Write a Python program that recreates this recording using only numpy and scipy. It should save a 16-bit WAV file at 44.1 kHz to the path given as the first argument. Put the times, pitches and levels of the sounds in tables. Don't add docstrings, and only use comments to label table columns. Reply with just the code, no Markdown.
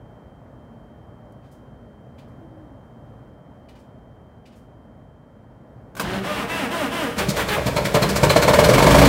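import sys
import numpy as np
from scipy import signal
from scipy.fft import rfft, irfft, next_fast_len
from scipy.io import wavfile
from scipy.ndimage import uniform_filter1d

SR = 44100
rng = np.random.default_rng(int(sys.argv[2]) if len(sys.argv) > 2 else 0)


def generate_wav(sig):
    pcm = np.round(np.clip(np.atleast_2d(sig).T, -1, 1) * 32767).astype(np.int16)
    wavfile.write(sys.argv[1], SR, pcm)


N = 400428
T = np.arange(N) / SR


def undb(db):
    return 10 ** (np.asarray(db) / 20)

def unit(x):
    return x / np.sqrt(np.mean(x ** 2))

def curves(table):
    s, *columns = np.transpose(table)
    return [np.interp(T, s, c) for c in columns]

def between(start, stop, fade=0.013):
    return np.clip((T - start) / fade, 0, 1) * np.clip((stop - T) / fade, 0, 1)

def swell(peak_s, rise, fall):
    return np.exp(-((T - peak_s) / np.where(T < peak_s, rise, fall)) ** 2)

def walk(rate):
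    k = int(SR / rate)
    steps = np.repeat(rng.standard_normal(N // k + 1), k)
    return unit(uniform_filter1d(uniform_filter1d(steps, k), k)[:N])

def colour(x, spectrum):
    hz, db = np.transpose(spectrum)
    size = 2 * next_fast_len(N)
    f = np.maximum(np.arange(size // 2 + 1) * SR / size, 1)
    cepstrum = irfft(np.log(undb(np.interp(np.log(f), np.log(hz), db))))
    cepstrum[1:size // 2] *= 2
    cepstrum[size // 2 + 1:] = 0
    return unit(irfft(rfft(x, size) * np.exp(rfft(cepstrum)))[:N])

def noise(spectrum):
    return colour(rng.standard_normal(N), spectrum)

def grit(spectrum, rate, spread_db):
    hits = (rng.random(N) < rate / SR) * rng.choice([-1, 1], N)
    return colour(hits * undb(spread_db * np.minimum(rng.standard_normal(N), 2)), spectrum)

def pulses(times, gains):
    return np.bincount(np.clip(np.asarray(times) * SR, 0, N).astype(int), gains, N + 1)[:N]

def bursts(hits, rise, decay):
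    t = T[:SR // 2]
    shape = (1 - np.exp(-(t / rise) ** 2)) * np.exp(-t / decay)
    return np.sqrt(np.abs(signal.fftconvolve(hits ** 2, (shape / shape.max()) ** 2)[:N]))

def cycles(hz, wander, rate):
    return np.cumsum(hz * (1 + wander * walk(rate))) / SR

def harmonic(phase, k):
    return np.sin(2 * np.pi * (k * phase + rng.random()))

def ring(hits, modes, rise, wander):
    out = 0
    for hz, t60, db in modes:
        tone = harmonic(cycles(hz, wander, 70), 1)
        out = out + undb(db + 2 * walk(25)) * tone * bursts(hits, rise, t60 / np.log(1000))
    return out


# frequency_hz, gain_db
TRAFFIC_SPECTRUM = [(13, -42), (22, -31), (49, 0), (82, -4), (121, 2), (168, -5), (233, -2.5), (352, -12),
                    (592, -10), (1870, -29), (2530, -41.5), (2990, -43.5), (3240, -44), (3520, -46),
                    (15500, -56.5)]
# time_s, pitch_hz, level_db
VEHICLE_DRONE = [(2.3, 342, -77), (2.43, 332, -46), (2.6, 318.5, -48), (2.76, 263, -50), (2.9, 235, -80)]
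# time_s, level_db
WHINE_LEVELS = [(.38, -72), (.47, -81), (.6, -72), (4.6, -74), (5.9, -79)]

def yard(recede_db_per_s=.08, whine_hz=3143):
    traffic = noise(TRAFFIC_SPECTRUM)
    traffic *= undb(-44.5 - recede_db_per_s * T + .65 * walk(1.25) + .5 * walk(8.9))
    hum = noise([(400, -35.5), (560, -15), (592, .5), (625, -4), (850, -39), (3000, -83)]) * undb(-63)
    hz, db = curves(VEHICLE_DRONE)
    drone = np.sin(2 * np.pi * cycles(hz, .013, 39.6)) * undb(db + 3.1 * walk(34.95)) * between(2, 3.5)
    whine = np.sqrt(2) * np.sin(2 * np.pi * whine_hz * T) * undb(curves(WHINE_LEVELS)[0])
    return traffic + hum + drone + whine


# start_s, level_db, decay_s, centre_hz
SMALL_IMPACTS = [(1.322, -61, 0.0028, 9000), (1.42, -69, 0.067, 2800), (1.508, -63.5, 0.031, 7500),
                 (2.179, -56, 0.022, 2600), (2.27, -75, .03, 7000), (3.683, -56, 0.02, 2780),
                 (3.749, -60, .025, 2600), (3.78, -68, .035, 6500), (4.452, -58, 0.024, 3200),
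                 (4.515, -64, .03, 2800), (4.548, -66, 0.039, 7500)]

def clicks(tail_db=-17, tail_s=.072):
    out = np.zeros(N)
    t = T[:SR // 2]
    f = np.maximum(np.fft.rfftfreq(len(t), 1 / SR), 1)
    for s, db, decay, hz in SMALL_IMPACTS:
        band_db = np.interp(np.log(f / hz), np.log([.25, .7, 1.3, 4.5]), [-17, 0, -2, -19])
        band = unit(irfft(rfft(rng.standard_normal(len(t))) * undb(band_db), len(t)))
        tail = undb(tail_db) * np.exp(-t / min(tail_s, 3 * decay))
        envelope = (1 - np.exp(-(3 * t / decay) ** 2)) * (np.exp(-t / decay) + tail)
        start = int(s * SR)
        out[start:start + len(t)] += undb(db) * band * envelope / envelope.max()
    return out


# pitch_hz, t60_s, gain_db
SWITCH_MODES = [(2030, .09, -1), (2363, .15, 1), (2584, .15, -2), (2930, .15, -1), (3960, .12, -13),
                (4470, .12, -10), (4670, .1, -5)]

def switches(dull_below_hz=4000):
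    s, db, _, hz = np.transpose(SMALL_IMPACTS)
    clacks = pulses(s, undb(db) * (hz < dull_below_hz))
    return undb(-7) * ring(clacks, SWITCH_MODES, rise=.0035, wander=.00296)


# start_s, level_db, decay_s
PINION_STRIKES = [(5.951, -36, 0.0058), (5.966, -35, 0.028), (5.996, -19.5, 0.019)]
# frequency_hz, gain_db
CLASH_SPECTRUM = [(88, -50), (150, -23), (294, -5.5), (954, -6.5), (1130, -0.5), (1300, -11), (1570, -1),
                  (1700, -19), (2550, -11.5), (2750, -18), (15000, -25)]

def solenoid():
    envelope = sum(bursts(pulses([s], [undb(db)]), .001, decay) for s, db, decay in PINION_STRIKES)
    return noise(CLASH_SPECTRUM) * envelope


# frequency_hz, gain_db
HOUSING_RESPONSE = [(100, -17), (190, -5), (245, -1.5), (320, -2), (450, 4), (610, -2.5), (760, -2),
                    (1000, -6.5), (1500, -9.5), (2800, -11.5), (4500, -22), (9000, -40)]
# frequency_hz, gain_db
GRIND_SPECTRUM = [(24, -22), (40, -16), (145, -12.5), (182, -1), (239, -7.5), (338, -6.5), (392, -9.5),
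                  (432, -7.5), (643, -6.5), (728, -8), (1490, -9.5), (2520, -16), (2920, -13), (4340, -22),
                  (15000, -52)]

def gear_mesh(hz, free_hz, phase, contact, full_hz=340, db_per_octave=9):
    body_hz, body_db = np.transpose(HOUSING_RESPONSE)
    tone = sum(undb(np.interp(k * hz, body_hz, body_db) + 2.8 * walk(30)) * harmonic(phase, k)
               for k in range(1, 12))
    tone = tone + .6 * np.roll(tone, int(.0049 * SR)) + .4 * np.roll(tone, int(.0131 * SR))
    tone *= undb(db_per_octave * np.minimum(np.log2(free_hz / full_hz), 0))
    tone /= np.std(tone[(T > 6) & (T < 7.1)])
    grind = colour(contact * rng.standard_normal(N), GRIND_SPECTRUM)
    return undb(-3) * (tone + undb(-1) * grind)


# frequency_hz, gain_db
BRUSH_SPECTRUM = [(2500, -37), (5000, 4), (7000, 1.5), (9200, 5), (10100, -9), (10550, -16), (11000, -4),
                  (11600, 0), (15000, -2)]

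def brush_hiss():
    whistle = noise([(9000, -51), (10400, -9), (10550, -15), (10700, -9), (12000, -50)])
    return undb(-2) * noise(BRUSH_SPECTRUM) + undb(-11.5) * whistle

def rocking():
    lurch = bursts(pulses([6.02], [undb(-32)]), rise=.022, decay=.072)
    return noise([(40, -9), (70, -7.5), (130, -2), (200, 0), (600, -60)]) * (lurch + undb(-40.5))


# time_s, unloaded_mesh_hz, gear_gain_db, brush_gain_db
STARTER_COURSE = [(5.97, 120, -40, -44), (6.05, 175, -27.5, -50), (6.14, 200, -24.5, -45),
                  (6.21, 220, -26, -43.5), (6.28, 300, -25, -42), (6.56, 340.8, -24.3, -39),
                  (7.04, 350.2, -24.3, -38), (7.15, 300, -35.5, -48), (7.37, 545, -38, -47),
                  (7.45, 420, -38, -47)]
# slowest_s, speed_loss_fraction, groan_db, groan_half_width_s
COMPRESSION_LOADS = [(6.2, .1, -29, .04), (6.452, .29, -25, .04), (6.675, .32, -22, .018),
                     (6.88, .32, -21, .02), (7.085, .3, -23.5, .018)]
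# peak_s, gain_db, rise_s, fall_s
OVERRUN_RATTLES = [(7.208, -24.5, .018, .04), (7.408, -21, .045, .028), (7.54, -20.5, .042, .034)]

def starter(squeeze_s=.07, release_s=.03, groan_lead_s=.031, slack_lag_s=.024):
    free_hz, gear_db, brush_db = curves(STARTER_COURSE)
    hz = free_hz * (1 - sum(loss * swell(s, squeeze_s, release_s) for s, loss, _, _ in COMPRESSION_LOADS))
    phase = cycles(hz, .005, 90)
    contact = unit(1 + .32 * np.cos(2 * np.pi * phase))
    gears = gear_mesh(hz, free_hz, phase, contact)
    brushes = brush_hiss()
    slack_db = -9 * sum(swell(s + slack_lag_s, .034, .017) for s, *_ in COMPRESSION_LOADS[:-1])
    drive = (gears * undb(gear_db) + brushes * undb(brush_db)) * undb(slack_db)
    strain = sum(undb(db) * swell(s - groan_lead_s, half, half) for s, _, db, half in COMPRESSION_LOADS)
    groan = np.sqrt(2) * np.sin(2 * np.pi * phase) * strain
    cranking = (drive + groan + rocking()) * between(5.96, 7.18)
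    rattle = contact * grit(CLATTER_SPECTRUM, rate=3000, spread_db=2)
    freewheel = undb(-3.5) * gears + undb(-5) * rattle + undb(-14.5) * brushes
    overrun = sum(undb(db) * swell(s, rise, fall) for s, db, rise, fall in OVERRUN_RATTLES)
    return cranking + freewheel * overrun


# start_s, level_db
COVER_JOLTS = [(7.762, -30), (8.022, -25), (8.293, -22.5), (8.362, -27.5), (8.425, -28)]
# pitch_hz, t60_s, gain_db
COVER_MODES = [(3900, 0.094, -6.5), (4070, 0.12, -1), (4200, .08, -2), (4400, 0.11, -7.5)]

def clanks():
    s, db = np.transpose(COVER_JOLTS)
    return ring(pulses(s, undb(db)), COVER_MODES, rise=.0034, wander=.008)


# frequency_hz, gain_db
SILENCER_RESPONSE = [(25, 0), (55, 1.5), (85, -6), (112, -19), (140, -9), (172, -0.5), (225, -5), (280, -2),
                     (320, -25), (370, -15), (450, -22)]
# frequency_hz, gain_db
RUMBLE_SPECTRUM = [(30, -49), (50, -4), (90, 2), (165, 3), (235, -7.5), (280, -8.5), (340, -5), (460, -1.5),
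                   (600, -4), (750, -9.5), (1050, -12.5), (1500, -28.5), (3000, -37), (8000, -57)]

def running(boom_hz=282, reference_hz=56):
    s = firings()[0]
    firing_hz = uniform_filter1d(1 / np.diff(s), size=3, mode="nearest")
    hz = 2 * np.interp(T, (s[:-1] + s[1:]) / 2, firing_hz)
    octaves = np.log2(hz / reference_hz)
    phase = np.cumsum(hz) / SR
    pipe_hz, pipe_db = np.transpose(SILENCER_RESPONSE)
    note = sum(undb(np.interp(k * hz, pipe_hz, pipe_db)) * harmonic(phase, k) for k in range(1, 9))
    note *= undb(-22.5 + 13 * octaves)
    boom = np.sin(2 * np.pi * cycles(boom_hz, .01, 40)) * undb(-19.5 + 38 * octaves + 2 * walk(30))
    clatter = grit(CLATTER_SPECTRUM, rate=3000, spread_db=3.1)
    rattle = unit(undb(6.5) * clatter + noise(GAS_SPECTRUM)) * undb(-23.5 + 9 * octaves)
    rumble = noise(RUMBLE_SPECTRUM) * undb(-15.3 + 10.2 * octaves)
    return (note + boom + rumble + rattle) * between(7.16, 10)


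# frequency_hz, gain_db
GAS_SPECTRUM = [(1000, -27), (3000, -5.5), (4400, 1), (5400, 0), (6300, -2.5), (7600, -2.5), (10000, -7),
                (13000, -10.5), (16000, -14.5)]

def gas_spit(puffs):
    return grit(GAS_SPECTRUM, rate=12000, spread_db=5.4) * bursts(puffs, rise=.019, decay=.013)


# frequency_hz, gain_db
CLATTER_SPECTRUM = [(400, -19.5), (1000, -1), (1500, 3), (1950, 0.5), (2300, 1), (2900, -5), (3500, -3.5),
                    (4200, -12), (5000, -18), (9000, -19)]
# pitch_hz, t60_s, gain_db
VALVE_MODES = [(2270, 0.054, -3), (2382, 0.12, -5), (2925, 0.16, -7.5), (3210, .1, -13), (4020, 0.17, -8),
               (4370, 0.073, -5)]

def valve_clatter(shakes):
    rattle = grit(CLATTER_SPECTRUM, rate=4000, spread_db=2.4) * bursts(shakes, rise=.006, decay=.02)
    return undb(-2) * rattle + undb(-7) * ring(shakes, VALVE_MODES, rise=.0069, wander=.012)


# pitch_hz, t60_s, gain_db
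PIPE_MODES = [(111.6, 0.086, -10), (150.9, 0.081, -2.5), (178.3, 0.065, -1.5), (284.7, 0.089, -9)]

def exhaust_thump(blows):
    return undb(-1) * ring(blows, PIPE_MODES, rise=.0076, wander=.0701)


# pitch_hz, t60_s, gain_db
BLOCK_MODES = [(451.6, 0.27, -13.5), (519.4, 0.12, -7), (590, 0.094, 0.5), (639, 0.084, -6),
               (712, 0.098, -18), (904, 0.12, -8), (1024, 0.11, -11), (1124, 0.069, -13), (1350, .1, -16.5),
               (1740, 0.14, -18), (2196, 0.035, -10.5)]
# frequency_hz, gain_db
CRACK_SPECTRUM = [(150, -13.5), (380, -3), (600, 4.5), (760, -5), (1100, -5), (1500, -14), (3000, -21.5),
                  (8000, -43.5)]

def block_knock(knocks):
    crack = grit(CRACK_SPECTRUM, rate=5000, spread_db=2.9) * bursts(knocks, rise=.0031, decay=.021)
    return undb(-7.5) * ring(knocks, BLOCK_MODES, rise=.003, wander=.013) + undb(-9.7) * crack


# start_s, knock_db, thump_db, clatter_db, gas_db
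FIRST_FIRINGS = [(7.181, -14, -20, -23.5, -28), (7.287, -18.5, -16, -31, -26),
                 (7.364, -13.5, -33, -27.5, -33), (7.482, -22.5, -39, -23.5, -34),
                 (7.564, -10, -33, -40, -45), (7.662, -12.5, -17.5, -26, -29.5), (7.761, -9, -18, -23, -30),
                 (7.848, -17, -22, -22, -30), (7.942, -3, -15.5, -19.5, -26.5), (8.019, -9, -18, -21, -27),
                 (8.09, -21, -17, -28, -27.5), (8.157, -12.5, -22, -26, -25)]
# knock_db, thump_db, clatter_db, gas_db
LOUD_CYLINDERS = [(-1, -14, -20, -24.5), (-6.5, -18, -17, -24.5), (-4.5, -13.5, -21, -23),
                  (-4.5, -17, -19, -23.5)]

def firings(count=18, run_up_s=8.23, first_gap_s=.0657, gap_ratio=.9593, ease_db_per_s=2.2):
    k = np.arange(count)
    elapsed = first_gap_s * (1 - gap_ratio ** k) / (1 - gap_ratio)
    knock, thump, clatter, gas = np.array(LOUD_CYLINDERS)[k % 2].T
    knock = knock - ease_db_per_s * elapsed
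    return np.hstack([np.transpose(FIRST_FIRINGS), [run_up_s + elapsed, knock, thump, clatter, gas]])

def all_cylinders(s, db):
    midway = (s[:-1] + s[1:]) / 2
    weak_db = np.interp(midway, [7.2, 8.3, 9.0], [-17, -12, -3])
    return pulses(np.r_[s, midway], undb(np.r_[db, db[:-1] + weak_db]))

def engine(slap_lag_s=.0172, thump_lead_s=.006, gas_lead_s=.007):
    s, knock_db, thump_db, clatter_db, gas_db = firings()
    lazy = np.interp(s, [8.05, 8.3], [1, .1])
    slaps = pulses(s + slap_lag_s, lazy * undb(knock_db - 3))
    block = block_knock(all_cylinders(s, knock_db - 5 * lazy) + slaps)
    pipe = exhaust_thump(all_cylinders(s - thump_lead_s, thump_db))
    valves = valve_clatter(pulses(s, undb(clatter_db)))
    return block + pipe + valves + gas_spit(pulses(s - gas_lead_s, undb(gas_db)))

def reflections(x, t60=.55, wet_db=-13):
    t = T[:SR // 2]
    tail = signal.sosfilt(signal.butter(1, 3500, fs=SR, output="sos"), rng.standard_normal(len(t)))
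    tail = tail * np.exp(-np.log(1000) * t / t60) * (t > .008)
    return x + undb(wet_db) * signal.fftconvolve(x, tail / np.linalg.norm(tail))[:N]

def scene():
    bus = solenoid() + starter() + engine() + clanks() + running() + clicks() + switches()
    return (reflections(bus) + yard())[None]

def record(dry, bass_hz=42, top_hz=15750):
    thin = signal.sosfilt(signal.butter(4, bass_hz, "high", fs=SR, output="sos"), dry)
    rounded = thin / (1 + thin ** 6) ** (1 / 6)
    return signal.sosfilt(signal.ellip(10, .2, 70, top_hz, fs=SR, output="sos"), rounded)


dry = scene()
out = record(dry)
generate_wav(out)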